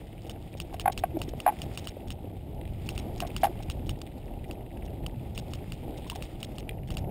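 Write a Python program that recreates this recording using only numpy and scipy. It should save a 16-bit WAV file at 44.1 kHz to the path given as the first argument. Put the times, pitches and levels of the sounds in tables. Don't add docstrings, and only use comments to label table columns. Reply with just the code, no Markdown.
import sys
import numpy as np
from scipy import signal
from scipy.fft import rfft, irfft
from scipy.io import wavfile
from scipy.ndimage import uniform_filter1d

SR = 44100
rng = np.random.default_rng(int(sys.argv[2]) if len(sys.argv) > 2 else 0)


def pcm_store(signal):
    levels = np.round(np.clip(np.atleast_2d(signal), -1, 1) * 32767)
    wavfile.write(sys.argv[1], SR, levels.astype(np.int16).T)


N = 313110
T = np.arange(N) / SR
AGE = T[:4096]


def undb(db):
    return 10 ** (np.asarray(db) / 20)


def unit(x):
    return x / np.sqrt(np.mean(x ** 2))


def curve(points):
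    return np.interp(T, *np.transpose(points))


def add(out, onset, sound):
    i = max(int(onset * SR), 0)
    out[i:i + len(sound)] += sound[:N - i]


def colour(x, spectrum):
    hz, db = np.transpose(spectrum)
    size = 2 * N
    grid = np.arange(N + 1) * SR / size + 1
    gain = undb(np.interp(np.log(grid), np.log(hz), db))
    gain /= 1 + (grid / hz[-1]) ** 6
    cepstrum = irfft(np.log(unit(gain)))
    cepstrum[1:N] *= 2
    cepstrum[N + 1:] = 0
    return irfft(rfft(x, size) * np.exp(rfft(cepstrum)))[:N]


def flutter(rate):
    hold = int(SR / rate)
    steps = np.repeat(rng.standard_normal(N // hold + 1), hold)[:N]
    return unit(uniform_filter1d(uniform_filter1d(steps, hold), hold))


def grains(rate, spread_db):
    sizes = undb(spread_db * np.minimum(rng.exponential(size=N), 5))
    return unit((rng.random(N) < rate / SR) * sizes * rng.standard_normal(N))


def steady_noise(spectrum, window):
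    noise = colour(rng.standard_normal(N), spectrum)
    return noise / np.sqrt(uniform_filter1d(noise ** 2, window))


def swell(rise, sharpness):
    u = AGE / rise
    return (u * np.exp(1 - u)) ** sharpness


def ringing(modes):
    return sum(undb(db - 60 * AGE / t60) * np.sin(2 * np.pi * hz * AGE) for hz, db, t60 in modes)


def strike(modes, contact, scatter):
    ring = ringing([(hz * (1 + scatter * rng.standard_normal()), db + 2.3 * rng.standard_normal(), t60)
                    for hz, db, t60 in modes])
    ring *= 1 - np.exp(-(AGE / contact) ** 2)
    return ring / np.abs(ring).max()


def jolts(width_s=0.029):
    return sum(np.exp(-((T - onset) / width_s) ** 2) for onset, _, _ in CHAIN_SLAPS)


# (frequency [Hz], level [dB])
RUMBLE_SPECTRUM = [(12, -29), (22, -4), (38, 2), (90, 1), (130, -1.5), (220, -10), (330, -26), (600, -39)]
# (time [s], level [dB])
RUMBLE_LEVELS = [(0.0, -44.5), (1.38, -38), (1.42, -50), (1.56, -46), (1.62, -37), (2.04, -46.5),
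                 (2.08, -35.5), (2.14, -41.5), (2.53, -39.5), (2.67, -36), (3.5, -39), (3.93, -33.5),
                 (3.99, -44.5), (4.41, -38), (4.57, -43), (4.92, -37), (6.49, -42), (7.1, -33)]


def case_rumble(trim_db=0.5, jolt_db=2):
    rumble = steady_noise(RUMBLE_SPECTRUM, window=SR // 6)
    return rumble * undb(curve(RUMBLE_LEVELS) + trim_db + jolt_db * jolts())


# (frequency [Hz], level [dB])
ROAR_SPECTRUM = [(120, -23), (220, -0.5), (340, 1), (460, -5.5), (620, -5.5), (800, -7), (920, -14),
                 (1050, -27.5), (1600, -36), (3000, -56)]
# (time [s], level [dB])
ROAR_LEVELS = [(0.0, -46.5), (0.55, -49.5), (0.87, -44.5), (1.66, -45), (2.35, -48), (2.71, -46.5),
               (3.04, -43), (3.85, -44), (4.07, -47), (5.14, -43), (6.09, -45), (6.25, -44), (6.82, -45.5),
               (7.1, -41)]


def tyre_roar(trim_db=-0.07, jolt_db=0.6):
    roar = unit(colour(grains(rate=2500, spread_db=1.5), ROAR_SPECTRUM))
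    roar *= undb(1.85 * flutter(25))
    return roar * undb(curve(ROAR_LEVELS) + trim_db + jolt_db * jolts())


# (frequency [Hz], level [dB])
LEAF_SPECTRUM = [(700, -9), (1200, -3.5), (1600, -10.5), (2100, -2), (2800, -3.5), (3600, -5.5),
                 (4200, -13), (4900, -7.5), (5800, -12)]
# (time [s], level [dB])
LEAF_LEVELS = [(0.0, -62.5), (0.35, -62), (0.63, -64.5), (0.79, -63), (1.14, -63), (1.72, -54.5),
               (2.1, -67), (2.53, -67), (2.85, -58.5), (3.4, -58.5), (3.62, -60), (4.63, -67.5),
               (5.18, -64.5), (5.59, -58.5), (5.93, -63.5), (6.25, -57.5), (6.66, -64), (7.1, -65.5)]


def leaf_crunch(trim_db=0.53, crackle_db=-4):
    crackle = np.zeros(N)
    for hz in np.geomspace(1400, 5000, num=8):
        resonator = signal.iirpeak(hz, Q=4.5, fs=SR)
        crackle += unit(signal.lfilter(*resonator, grains(rate=260, spread_db=7.0))) * np.sqrt(hz)
    rustle = unit(colour(rng.standard_normal(N), LEAF_SPECTRUM)) * undb(1.8 * flutter(30))
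    crunch = unit(rustle + undb(crackle_db) * unit(colour(crackle, LEAF_SPECTRUM)))
    return crunch * undb(curve(LEAF_LEVELS) + trim_db)


# (frequency [Hz], level [dB], T60 [s])
PAWL_MODES = [(2060, -1, 0.0096), (2636, -1.5, 0.014), (3340, -4, 0.0045)]
# (time [s], level [dB])
TICK_LEVELS = [(0, -51.5), (2.4, -55), (3.4, -54), (4.3, -52), (4.77, -47.5), (5.1, -53), (7.1, -52)]


def freewheel(start_hz=17.15, rise_hz_per_s=0.3):
    teeth = np.cumsum(start_hz + rise_hz_per_s * T) / SR
    teeth -= np.interp(4.6045, T, teeth)
    out = np.zeros(N)
    for onset in T[1:][np.diff(np.floor(teeth)) > 0]:
        tooth_db = np.interp(onset, *np.transpose(TICK_LEVELS)) + 2.5 * rng.standard_normal()
        for lag in 0.008 * rng.random(size=3):
            add(out, onset + lag, undb(tooth_db) * strike(PAWL_MODES, contact=0.00043, scatter=0.087))
    return out


def chatter(length, link_hz=150):
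    links = link_hz * (1 + 0.19 * rng.standard_normal()) * AGE + rng.random()
    window = np.clip(AGE / 0.00032, 0, 1) / (1 + (AGE / length) ** 12)
    return rng.standard_normal(len(AGE)) * window * (1 + 0.55 * np.sin(2 * np.pi * links))


# (time [s], slap level [dB], chatter level [dB])
CHAIN_SLAPS = [(0.296, -28.5, -51), (0.6008, -24, -48), (0.7971, -23, -44.5), (0.9767, -23, -43.5),
               (1.2165, -23, -48.5), (1.4019, -24.5, -59), (1.618, -24, -50), (1.775, -22.5, -46),
               (1.8721, -24, -45), (2.1042, -27, -48), (2.8897, -22.5, -46), (2.9779, -26, -47),
               (3.2031, -19, -45), (3.3642, -19.5, -47.5), (3.441, -21.5, -43), (3.6994, -24, -44.5),
               (3.8932, -24, -49.5), (4.0162, -28.5, -72), (4.511, -31, -57.5), (5.0638, -24, -69),
               (5.3771, -25, -45), (5.5352, -26, -51.5), (5.721, -29, -55), (6.0989, -23, -47),
               (6.2235, -27, -51.5), (6.4294, -24.5, -47), (6.583, -28, -52), (6.9041, -28, -50),
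               (6.9703, -23, -47.5)]
# (time [s], level [dB])
CHAIN_BRUSHES = [(0.735, -49), (0.918, -43), (1.286, -48), (3.267, -48), (3.624, -50), (4.852, -55),
                 (5.972, -52), (6.152, -46.5), (6.94, -53)]
# (frequency [Hz], level [dB], T60 [s])
FRAME_MODES = [(1166, -4.5, 0.0069), (2829, 3.5, 0.0086), (3596, -9.5, 0.007), (4660, -5, 0.0073),
               (5260, -27, 0.0041)]
# (frequency [Hz], level [dB])
SCRAPE_SPECTRUM = [(1200, -18.5), (2300, -10.5), (3000, -5), (3700, -4), (4300, -9.5), (4650, -9.5),
                   (4900, -6.5), (5170, -9), (5450, 2.5), (5750, -3.5), (6000, -18)]


def chain(grit_db=-15.0, graze_db=-6.5, graze_lead_s=0.03, chatter_lag_s=0.0065):
    slaps, scrapes = np.zeros(N), np.zeros(N)
    for onset, slap_db, chatter_db in CHAIN_SLAPS:
        add(slaps, onset - 0.0002, undb(slap_db) * strike(FRAME_MODES, contact=0.0007, scatter=0.022))
        grit = swell(0.00057, sharpness=0.29) * rng.standard_normal(len(AGE))
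        add(scrapes, onset, undb(slap_db + grit_db) * grit)
        add(scrapes, onset + chatter_lag_s, undb(chatter_db) * chatter(0.016))
        just_brushed = any(0 < onset - brush < 0.1 for brush, _ in CHAIN_BRUSHES)
        if not just_brushed:
            add(scrapes, onset - graze_lead_s, undb(chatter_db + graze_db) * chatter(0.016))
    for onset, db in CHAIN_BRUSHES:
        add(scrapes, onset, undb(db) * chatter(0.013))
    return slaps + colour(scrapes, SCRAPE_SPECTRUM)


# (time [s], level [dB])
TWIG_SNAPS = [(0.54, -38.5), (1.917, -46), (2.005, -45), (2.6124, -39), (2.6528, -39.5), (2.676, -41),
              (4.073, -41), (4.442, -39.5), (6.044, -41), (6.692, -25), (6.7098, -40)]
# (frequency [Hz], level [dB], T60 [s])
TWIG_MODES = [(2073, 3, 0.013), (2400, 3.5, 0.014), (2630, 7, 0.0079), (3300, 0.5, 0.014),
              (3760, -0.5, 0.01), (5040, -10, .005)]


def twigs():
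    out = np.zeros(N)
    for onset, db in TWIG_SNAPS:
        add(out, onset, undb(db) * strike(TWIG_MODES, contact=0.0006, scatter=0.012))
    return out


# (time [s], level [dB],
# frequency [Hz], rise time [s])
THUDS = [(.551, -31.5, 580, 0.00083), (1.144, -28, 330, 0.0093), (1.169, -22.5, 330, 0.0026),
         (1.1695, -25.5, 605, 0.0017), (1.2814, -28, 340, 0.0018), (1.336, -25.5, 563, 0.00087),
         (1.968, -31, 540, 0.0017)]


def thuds():
    out = np.zeros(N)
    for onset, db, hz, rise in THUDS:
        add(out, onset, undb(db) * swell(rise, sharpness=1.05) * np.sin(2 * np.pi * hz * AGE))
    return out


# (time [s], level [dB], frequency [Hz], blows [count])
MOUNT_KNOCKS = [(0.726, -37.5, 780, 1), (0.741, -29.5, 714, 1), (0.8569, -13, 775, 1),
                (0.8745, -22, 815, 1), (0.878, -13, 755, 1), (0.897, -25.5, 760, 1), (1.0366, -14, 731, 1),
                (1.463, -10, 730, 4), (1.497, -25.5, 806, 1), (1.522, -35, 747, 1), (3.222, -25, 713, 2),
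                (3.2485, -29.5, 696, 1), (3.4324, -10.5, 722, 3), (3.467, -23, 730, 1),
                (3.602, -37, 774, 1), (6.063, -42, 1020, 1), (6.117, -37, 940, 2), (6.156, -32, 760, 1)]
# (frequency [Hz], level [dB], T60 [s])
CASE_MODES = [(1108, -17, .05), (1180, -33, .05), (1350, -33, .04), (1460, -31, .05), (1562, -24, .05),
              (2075, -29, .035), (2475, -33, .03)]
# (frequency [Hz], level [dB])
CRACK_SPECTRUM = [(300, -37), (700, 2.5), (1500, -1), (2400, -2.5), (3100, -12.5), (4200, -20.5),
                  (5800, -31)]


def camera_mount(first_gap_s=0.0108, gap_ratio=0.75, rebound_loss_db=2.6, crack_db=-16.5):
    rings, cracks = np.zeros(N), np.zeros(N)
    case = ringing(CASE_MODES) * (1 - np.exp(-AGE / 0.00025))
    for onset, db, hz, blows in MOUNT_KNOCKS:
        for k in range(blows):
            blow_db = db - rebound_loss_db * k
            pitch_rise = min(k, 1) * (0.07 + 0.043 * rng.standard_normal())
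            hollow = swell(0.0036, sharpness=2.54) * np.sin(2 * np.pi * hz * (1 + pitch_rise) * AGE)
            add(rings, onset, undb(blow_db) * (hollow + case))
            add(cracks, onset, undb(blow_db + crack_db - k) * swell(0.0013, sharpness=0.57))
            onset += first_gap_s * gap_ratio ** k * (1 + 0.102 * rng.standard_normal())
    return rings + cracks * steady_noise(CRACK_SPECTRUM, window=SR // 400)


# (time [s], level [dB])
SWISH_LEVELS = [(5.7, -68), (5.95, -59.5), (6.15, -58.5), (6.3, -65), (6.5, -80)]
# (frequency [Hz], level [dB])
SWISH_SPECTRUM = [(1000, -30), (2200, -8), (3000, 0), (3800, -3), (4400, -11), (5800, -26)]


def bend_swish():
    hiss = unit(colour(grains(rate=2000, spread_db=3.5), SWISH_SPECTRUM))
    return hiss * undb(curve(SWISH_LEVELS))


def scene():
    rolling = case_rumble() + tyre_roar() + leaf_crunch() + bend_swish()
    return (rolling + freewheel() + chain() + camera_mount() + twigs() + thuds())[None]


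def record(dry, hold_hz=12000, cutoff_hz=15600):
    slow = signal.resample_poly(dry, hold_hz, SR, axis=1)
    held = signal.resample(np.repeat(slow, 4, axis=1), N, axis=1)
    lowpass = signal.ellip(8, 0.2, 70, cutoff_hz, fs=SR, output="sos")
    return signal.sosfilt(lowpass, held)


dry = scene()
out = record(dry)
pcm_store(out)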